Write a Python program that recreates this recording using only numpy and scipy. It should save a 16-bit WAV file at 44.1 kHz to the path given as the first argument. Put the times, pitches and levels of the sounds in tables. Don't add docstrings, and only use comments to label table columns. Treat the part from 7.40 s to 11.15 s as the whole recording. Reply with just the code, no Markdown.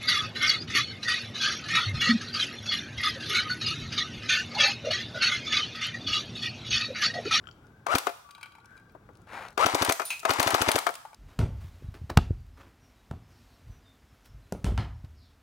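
import sys
import numpy as np
from scipy import signal
from scipy.fft import rfft, irfft
from scipy.io import wavfile
from scipy.ndimage import uniform_filter1d

SR = 44100
rng = np.random.default_rng(int(sys.argv[2]) if len(sys.argv) > 2 else 0)


def put_to_file(sound):
    columns = np.atleast_2d(sound).T
    safe = np.clip(columns, -1, 1)
    whole_steps = np.round(safe * 32767)
    wavfile.write(sys.argv[1], SR, whole_steps.astype(np.int16))


def how_loud(loudness_db):
    steps = np.asarray(loudness_db, float) / 20
    return 10 ** steps


N = 165375

# (time [s], crack level [dB])
SHOTS = [(0.5511, -11.5), (2.2603, -12), (2.3462, -13.5), (2.4207, -12), (2.4924, -12), (2.905, -12.5),
         (2.9969, -11.5), (3.0719, -13), (3.143, -11.5), (3.2157, -11), (3.285, -12), (3.3559, -12.5)]
# (frequency [Hz], level [dB])
CRACK_COLOUR = [(1500, -2), (3000, 9), (6000, 6), (16000, -15)]
# (frequency [Hz], level [dB])
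SLAM_COLOUR = [(400, 6.5), (1300, 2), (4000, -9), (16000, -15.5)]
# (frequency [Hz], level [dB], decay T60 [s])
SHELL_MODES = [(407, -0.5, 0.075), (678, 1, 0.11), (1265, -4.5, 0.062), (2055, -9, 0.098),
               (2437, -3, 0.073), (3020, -26.5, 0.048), (5080, -37.5, 0.053)]


def shots():
    out, t = np.zeros(N), np.arange(4096) / SR
    push = np.sin(2 * np.pi * 103.4 * t) * half_swell(t, 0.028)
    hoot = np.sin(2 * np.pi * 320 * t) * half_swell(t, 0.011)
    thump = how_loud(-12 - 60 * t / 0.059) * np.sin(2 * np.pi * 279 * t)
    slam_lag_s = 0.0048
    for s, crack_db in SHOTS:
        slam_db = crack_db - 4
        add(out, s - 0.01454, -how_loud(-33) * push)
        add(out, s - 0.011, how_loud(-27.5) * hoot)
        add(out, s - 0.0012, how_loud(crack_db) * puff(CRACK_COLOUR, 0.0056, 0.013))
        snap = tint(t == t[64], CRACK_COLOUR)[:128] / 30
        add(out, s - 0.0003, how_loud(crack_db + 3) * snap)
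        slam = puff(SLAM_COLOUR, 0.00044, 0.026) + thump
        slam_tail = how_loud(-13) * puff(SLAM_COLOUR, 0.00065, 0.084)
        add(out, s + slam_lag_s - 0.001, how_loud(slam_db) * (slam + slam_tail))
        add(out, s + slam_lag_s, how_loud(slam_db - 1.5) * ring(SHELL_MODES, last=0.25))
    return out


# (start [s], end [s], start level [dB], end level [dB], top mesh frequency [Hz])
WINDINGS = [
    (.482, 0.545, -31.5, -22, 1396),
    (2.191, 2.249, -24, -20.5, 1330),
    (2.873, 2.899, -36, -38, 1088),
]
# (start [s], end [s], level [dB])
GEAR_RUNS = [
    (0.501, 0.557, -35.5),
    (2.177, 2.478, -33),
    (2.874, 3.369, -32.5),
]
# (frequency [Hz], level [dB])
GEAR_COLOUR = [(120, -53), (200, -16), (548, -4.5), (763, 1.5), (1560, -4.5), (9580, -21), (16000, -38.5)]


def gearbox():
    out, t = np.zeros(N), np.arange(N) / SR
    wobble = how_loud(2.85 * drift(N, 100))
    grit = tint(wobble * rng.standard_normal(N) * how_loud(1.64 * rng.exponential(1, N)), GEAR_COLOUR)
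    jitter = drift(N, 60)
    for start, end, start_db, end_db, top_hz in WINDINGS:
        u = np.clip((t - start) / (end - start), 0, 1)
        mesh_hz = top_hz * (0.62 + 0.43 * np.sqrt(u)) * (1 + 0.0793 * jitter)
        phase = 2 * np.pi * np.cumsum(mesh_hz) / SR
        whine = np.sin(phase) + 0.54 * np.sin(phase / 2) + 0.2 * np.sin(2 * phase)
        whine = evened(wobble[::-1] * whine)
        fade = np.minimum(np.minimum(u, 1 - u) / 0.057, 1)
        level = how_loud(start_db + (end_db - start_db) * u)
        out += fade * level * (0.72 * whine + 0.3 * grit)
    releases = [s for s, _ in SHOTS]
    since = t - np.array([-1] + releases)[np.searchsorted(releases, t)]
    loaded_grit = grit[::-1] * how_loud(-2 * np.exp(-since / 0.049))
    for start, end, db in GEAR_RUNS:
        coast_db = -190 * np.maximum(t - end, 0)
        out += np.clip((t - start) / 0.02, 0, 1) * how_loud(db + coast_db) * loaded_grit
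    return out


# (time
# [s], level [dB], hardest struck frequency [Hz])
CLACKS = [(0.466, -22, 684), (0.669, -17.5, 900), (0.692, -29.5, 900), (2.177, -18.5, 550),
          (2.286, -46, 1800), (2.508, -20.5, 800), (2.597, -19.5, 900), (2.618, -25, 1210),
          (2.831, -36, 1300), (2.852, -15, 1090), (2.893, -18, 1200), (3.015, -26, 1500), (3.029, -26, 800),
          (3.088, -23, 900), (3.106, -26.5, 800), (3.316, -32, 1400), (3.381, -23, 900), (3.467, -15, 840),
          (3.49, -25, 414)]
# (frequency [Hz], level [dB])
CLACK_COLOUR = [(120, -17), (200, -2), (1320, 8.5), (2020, -7), (2650, -3.5), (16000, -31)]
# (frequency [Hz], level [dB])
SMACK_COLOUR = [(240, 8.5), (400, -15), (964, -1), (3020, -1), (8240, -1.5), (16000, -9.5)]


def trigger():
    out = np.zeros(N)
    for s, db, hz in CLACKS:
        add(out, s - 0.004, how_loud(db - 3) * puff(CLACK_COLOUR, 0.012, 0.031))
        add(out, s, how_loud(db - 4) * ring(struck(SHELL_MODES, hz, fall_db=3), last=0.97))
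        rattle = puff(CLACK_COLOUR, 0.000353, 0.057) + how_loud(-26) * puff(CLACK_COLOUR, 0.0013, 0.18)
        add(out, s, how_loud(db - 5.5) * rattle)
        add(out, s, how_loud(db - 10.5) * puff(SMACK_COLOUR, 0.00066, 0.018))
    return out


# (time [s], level [dB], frequency [Hz], decay T60 [s])
SPRING_HUM = (0.85, -56.5, 1150, 2)


def spring():
    out, t = np.zeros(N), np.arange(SR) / SR
    s, db, hz, t60 = SPRING_HUM
    add(out, s, how_loud(db - 60 * t / t60) * np.sin(2 * np.pi * hz * t))
    return out


# (time [s], level [dB])
KNOCKS = [
    (1.549, -39.5),
    (1.69, -41.5),
]


def grip():
    out = np.zeros(N)
    for s, db in KNOCKS:
        add(out, s, how_loud(db - 2.5) * puff([(300, 2.5), (1000, -5), (4000, -45)], 0.00032, 0.067))
    return out


# (time [s], level [dB], hardest struck frequency [Hz])
CREAKS = [
    (0.0393, -48.5, 1447),
    (0.0555, -48.5, 1895),
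    (0.0709, -32.5, 2250),
    (0.0774, -43, 7130),
    (0.086, -43, 1310),
    (0.089, -39.5, 3300),
    (0.1118, -39, 3800),
    (0.119, -53.5, 7170),
    (0.126, -53, 7400),
]
# (frequency [Hz], level [dB], decay T60 [s])
CREAK_MODES = [(1423, -5, 0.076), (3080, 2, 0.02), (4610, -2.5, 0.013), (5380, -6, 0.013),
               (7250, -6.5, 0.019)]


def stock():
    out = np.zeros(N)
    for s, db, hz in CREAKS:
        add(out, s, how_loud(db + 2) * ring(struck(CREAK_MODES, hz, fall_db=7.5), spread_db=6))
    return out


# (time [s], level [dB])
PELLETS = [(0.5826, -21.5), (2.4476, -23), (2.5219, -18), (2.7042, -30.5), (2.935, -26.5), (3.028, -21),
           (3.1045, -23), (3.3153, -18.5), (3.3871, -24), (3.5397, -40), (3.553, -36)]


def dirt():
    out = np.zeros(N)
    for s, db in PELLETS:
        smack = puff(SMACK_COLOUR, 0.0013, 0.022) + how_loud(-24) * puff(SMACK_COLOUR, 0.0012, 0.13)
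        add(out, s, how_loud(db + 3.5) * smack)
    return out


# (time [s], level [dB], hardest struck frequency [Hz])
TUMBLES = [(0.889, -50.5, 1280), (0.908, -46, 4500), (0.949, -46, 2920), (0.98, -48, 1490),
           (1.0104, -45.5, 2300), (1.029, -35, 2320), (1.058, -45, 1970), (1.12, -53, 2300),
           (1.151, -46.5, 1640), (1.183, -51, 940), (1.201, -60, 2300), (1.244, -55, 1400),
           (1.305, -64, 1400), (1.368, -55.5, 1500), (1.376, -54, 2460), (1.398, -59, 1540),
           (1.495, -63, 2500), (3.651, -37.5, 800), (3.73, -47, 1150)]
# (frequency [Hz], level [dB], decay T60 [s])
CAN_MODES = [(900, 6.5, 0.075), (1150, -12, 0.46), (1460, -3, 0.2), (2300, -1.5, 0.08), (2440, -9.5, 0.16),
             (2770, -13.5, 0.12), (3230, -7.5, 0.12), (4015, 4, 0.03), (4810, 4.5, 0.026),
             (5700, -18, 0.086)]
# (time [s], level [dB])
DENT_AT = (2.703, -24)
# (frequency [Hz], level [dB], decay T60 [s])
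DENT_MODES = [(930, -12, 0.38), (1430, -8.5, 0.29), (2140, -14, 0.16), (2530, -1, 0.26), (3940, 4, 0.1),
              (4190, -5, .2), (5970, -27, 0.17), (6340, -1, 0.16), (10420, -22, 0.24)]
# (time [s], level [dB])
PING_AT = [
    (2.6516, -21),
]
# (frequency [Hz], level [dB], decay T60 [s])
PING_MODES = [(9400, -10, .15), (9534, -5, 0.3), (10400, -11, .1), (10740, -9, .11), (12000, -5, 0.074),
              (12000, -3, 0.06), (13000, -7, .08), (15010, -14, .07)]


def can():
    out = np.zeros(N)
    for s, db, hz in TUMBLES:
        modes = struck(CAN_MODES, hz, fall_db=6)
        add(out, s, how_loud(db + 5) * ring(modes, detune=0.019, last=0.71, waver=1.28))
        scrape_db = db - 7 + 5.4 * np.log2(hz / 2000)
        add(out, s, how_loud(scrape_db) * puff(SMACK_COLOUR, 0.002, 0.029))
    s, db = DENT_AT
    add(out, s, how_loud(db) * ring(DENT_MODES, spread_db=4, detune=0.0043, last=0.87, waver=2.4))
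    add(out, s, how_loud(db - 16) * puff(SMACK_COLOUR, 0.0035, 0.28))
    sizzle = [(4000, 4.5), (8000, -3), (9600, -2), (13000, -3), (16000, -12)]
    for s, db in PING_AT:
        add(out, s, how_loud(db - 7) * ring(PING_MODES, spread_db=1.5, detune=0.004, last=1, waver=2.5))
        add(out, s, how_loud(db - 22.5) * puff(sizzle, 0.0005, 0.58))
    return out


# (time [s], level [dB], frequency [Hz])
TICKS = [(.268, -50, 6000), (1.257, -38, 5740), (1.306, -56, 6300), (1.368, -53, 7000),
         (1.397, -56.5, 7000), (1.521, -52, 14000), (1.733, -58, 6000), (1.753, -44, 4330),
         (1.7709, -46.5, 6000), (1.817, -50, 6600), (1.872, -55, 12000), (2.084, -33, 4470),
         (2.105, -41, 5990), (2.128, -48, 7000), (2.768, -38, 13000), (2.794, -24, 5970),
         (2.8004, -24, 7300), (3.506, -28, 11000), (3.587, -65, 10000), (3.656, -55.5, 9500),
         (3.745, -33, 5360)]


def ticks():
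    out = np.zeros(N)
    for s, db, hz in TICKS:
        colour = [(hz / 3, -14), (hz, 0), (hz * 2, -10), (hz * 4, -30)]
        add(out, s, how_loud(db - 10) * puff(colour, 0.00079, 0.014))
    return out


# (time [s], level [dB])
SLIDE = [
    (1.87, -56),
    (1.939, -41.5),
    (2.062, -44),
    (2.14, -65.5),
]
# (frequency [Hz], level [dB])
CLOTH_COLOUR = [(120, -42), (200, -19), (851, -2), (1080, -6), (1450, -1.5), (3370, -19.5), (16000, -40)]


def sleeve():
    out = np.zeros(N)
    s, db = np.transpose(SLIDE)
    t = np.arange(s[0], s[-1], 1 / SR)
    clumps = how_loud(2 * drift(len(t), 150))
    rustle = tint(clumps * rng.standard_normal(len(t)), CLOTH_COLOUR)
    add(out, s[0], how_loud(np.interp(t, s, db)) * rustle)
    return out


# (frequency [Hz], decay T60 [s])
YARD_DECAY = [(200, 0.3), (1000, 0.64), (5000, 0.68), (15000, 0.72)]


def echoes(x):
    onset = np.minimum(np.arange(SR // 2) / SR / 0.012, 1)
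    taps = rng.standard_normal((2, SR // 2)) * onset
    hz, t, z = signal.stft(taps, SR, nperseg=256)
    bass_cut = np.minimum(hz / 600, 1)[:, None] ** 2
    decay = how_loud(-60 * t / read(YARD_DECAY, hz)[:, None])
    tail = signal.istft(z * bass_cut * decay, SR, nperseg=256)[1]
    return signal.fftconvolve(x[None], tail / np.linalg.norm(tail[0]), axes=1)[:, :N]


# (frequency [Hz], level [dB])
AIR_COLOUR = [(15, -19), (25, -8.5), (111, -1), (687, -18.5), (1390, -19), (1830, -26.5), (4130, -36.5),
              (15200, -48), (16500, -41)]
# (time [s], level [dB])
WHISTLE = [
    (0, -74),
    (.25, -67),
    (.6, -72),
    (1.2, -62),
    (1.3, -51.5),
    (1.36, -50),
    (1.42, -60.5),
    (1.55, -72.5),
    (3.75, -74),
]


def air():
    t = np.arange(N) / SR
    rumble = drift_swell = how_loud(drift(N, 5000))
    rumble = drift_swell * tint(rng.standard_normal(N), AIR_COLOUR)
    fuzz = rng.standard_normal(N) + 1j * rng.standard_normal(N)
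    fuzz = signal.lfilter([1], [1, -np.exp(-np.pi * 45 / SR)], fuzz)
    whistle_hz = 1450 + 130 * np.sin(2 * np.pi * (t - 1.25))
    whistle = evened((fuzz * np.exp(2j * np.pi * np.cumsum(whistle_hz) / SR)).real)
    s, db = np.transpose(WHISTLE)
    line = tint(rng.standard_normal(N), [(15700, -40), (15950, 0), (16200, -40)])
    return how_loud(-58) * rumble + how_loud(np.interp(t, s, db)) * whistle + how_loud(-80) * line


def ducking(x):
    power_db = 10 * np.log10(abs(uniform_filter1d(x ** 2, size=800)) + 1e-12)
    fall = np.arange(N) * 21.5 / SR
    held_db = np.maximum.accumulate(power_db + fall) - fall
    return how_loud(-0.6 * np.maximum(held_db + 46.5, 0))


def evened(x):
    return x / np.sqrt(np.mean(x ** 2) + 1e-20)


def drift(n, size):
    return evened(uniform_filter1d(rng.standard_normal(n), size=size))


def half_swell(t, length_s):
    return np.sin(np.pi * np.minimum(t / length_s, 1)) ** 2


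def read(points, hz):
    f, value = np.transpose(points)
    return np.interp(np.log(hz + 1), np.log(f + 1), value)


def add(mix, s, sound):
    part = mix[round(s * SR):][:len(sound)]
    part += sound[:len(part)]


def tint(x, shape):
    hz = np.fft.rfftfreq(len(x), 1 / SR)
    bass_cut = np.minimum(hz / shape[0][0], 1) ** 3
    return evened(irfft(rfft(x) * how_loud(read(shape, hz)) * bass_cut, len(x)))


def puff(shape, rise_s, t60):
    t = np.arange(4096) / SR
    return tint(rng.standard_normal(len(t)), shape) * np.minimum(t / rise_s, 1) * how_loud(-60 * t / t60)


def ring(modes, spread_db=2.5, detune=0.03, last=0.59, waver=1.0):
    t = np.arange(6000)[:, None] / SR
    hz, db, t60 = np.transpose(modes)
    r = rng.standard_normal((3, len(hz)))
    noise = rng.standard_normal((len(t), len(hz)))
    flutter = waver * evened(uniform_filter1d(noise, size=120, axis=0))
    level = how_loud(db + spread_db * r[0] + 0.52 * flutter - 60 * t / (last * t60))
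    phase = 2 * np.pi * hz * (1 + detune * r[1]) * t + r[2] + 0.45 * flutter[::-1]
    x = (level * np.sin(phase)).sum(1)
    return np.minimum(t[:, 0] / 0.00089, 1) * x / abs(x).max()


def struck(modes, centre_hz, fall_db):
    return [(hz, db - fall_db * np.log2(hz / centre_hz) ** 2, t60) for hz, db, t60 in modes]


def thinned(x, low_hz):
    return signal.sosfilt(signal.butter(3, low_hz, "high", fs=SR, output="sos"), x)


def spread(x, side, same, lag_s, blur_s):
    t = np.arange(1024) / SR
    smear = rng.standard_normal(len(t)) * how_loud(-60 * t / blur_s)
    smear = rfft(smear / np.linalg.norm(smear), N)
    hz, z = np.fft.rfftfreq(N, 1 / SR), rfft(x)
    tilt = how_loud(read(side, hz) / 2)
    likeness = np.clip(read(same, hz), -1, 1)
    likeness = 1 - (1 - likeness) * np.minimum(hz / 700, 1) ** 4
    early = np.exp(2j * np.pi * hz * lag_s * np.exp(-(hz / 3200) ** 2))
    right = likeness * early + np.sqrt(1 - likeness ** 2) * smear
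    return irfft(np.array([z * tilt, z * right / tilt]) * np.minimum(hz / 55, 1), N)


# (frequency [Hz], left minus right [dB])
GUN_SIDE = [(150, 0), (350, 1.5), (1200, 14), (3000, 7.5), (9000, 3)]
# (frequency [Hz], likeness [0-1])
GUN_SAME = [(200, .99), (700, .9), (1500, .65), (4000, .45), (12000, .65)]
# (frequency [Hz], left minus right [dB])
YARD_SIDE = [(60, -3.5), (380, 4.5), (2380, 5), (15000, -0.5)]
# (frequency [Hz], likeness [0-1])
YARD_SAME = [(60, 0.75), (380, 0.98), (2380, 0.18), (15000, 0.75)]


def scene():
    handling = thinned(trigger() + spring() + grip() + stock(), 300)
    parts = (shots(), handling, gearbox())
    gun = sum(parts)
    near = sum(spread(part, GUN_SIDE, GUN_SAME, 0.00021, 0.02) for part in parts)
    far = thinned(dirt() + can() + ticks(), 520)
    yard = spread(far + sleeve(), YARD_SIDE, YARD_SAME, 0, 0.0047)
    background = spread(air() * ducking(gun), YARD_SIDE, YARD_SAME, 0, 0.11)
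    return near + yard + background + echoes(how_loud(-13) * gun + how_loud(-10) * far)


def top_cut(x):
    return signal.sosfilt(signal.butter(12, 16960, fs=SR, output="sos"), x)


def record(dry):
    rounded = 0.92 * np.tanh(dry / 0.81)
    low_pass = signal.firwin(255, 15900, window=("kaiser", 7), fs=SR)
    mix = signal.oaconvolve(rounded, low_pass[None], "same")
    return top_cut(mix)


dry = scene()
out = record(dry)
put_to_file(out)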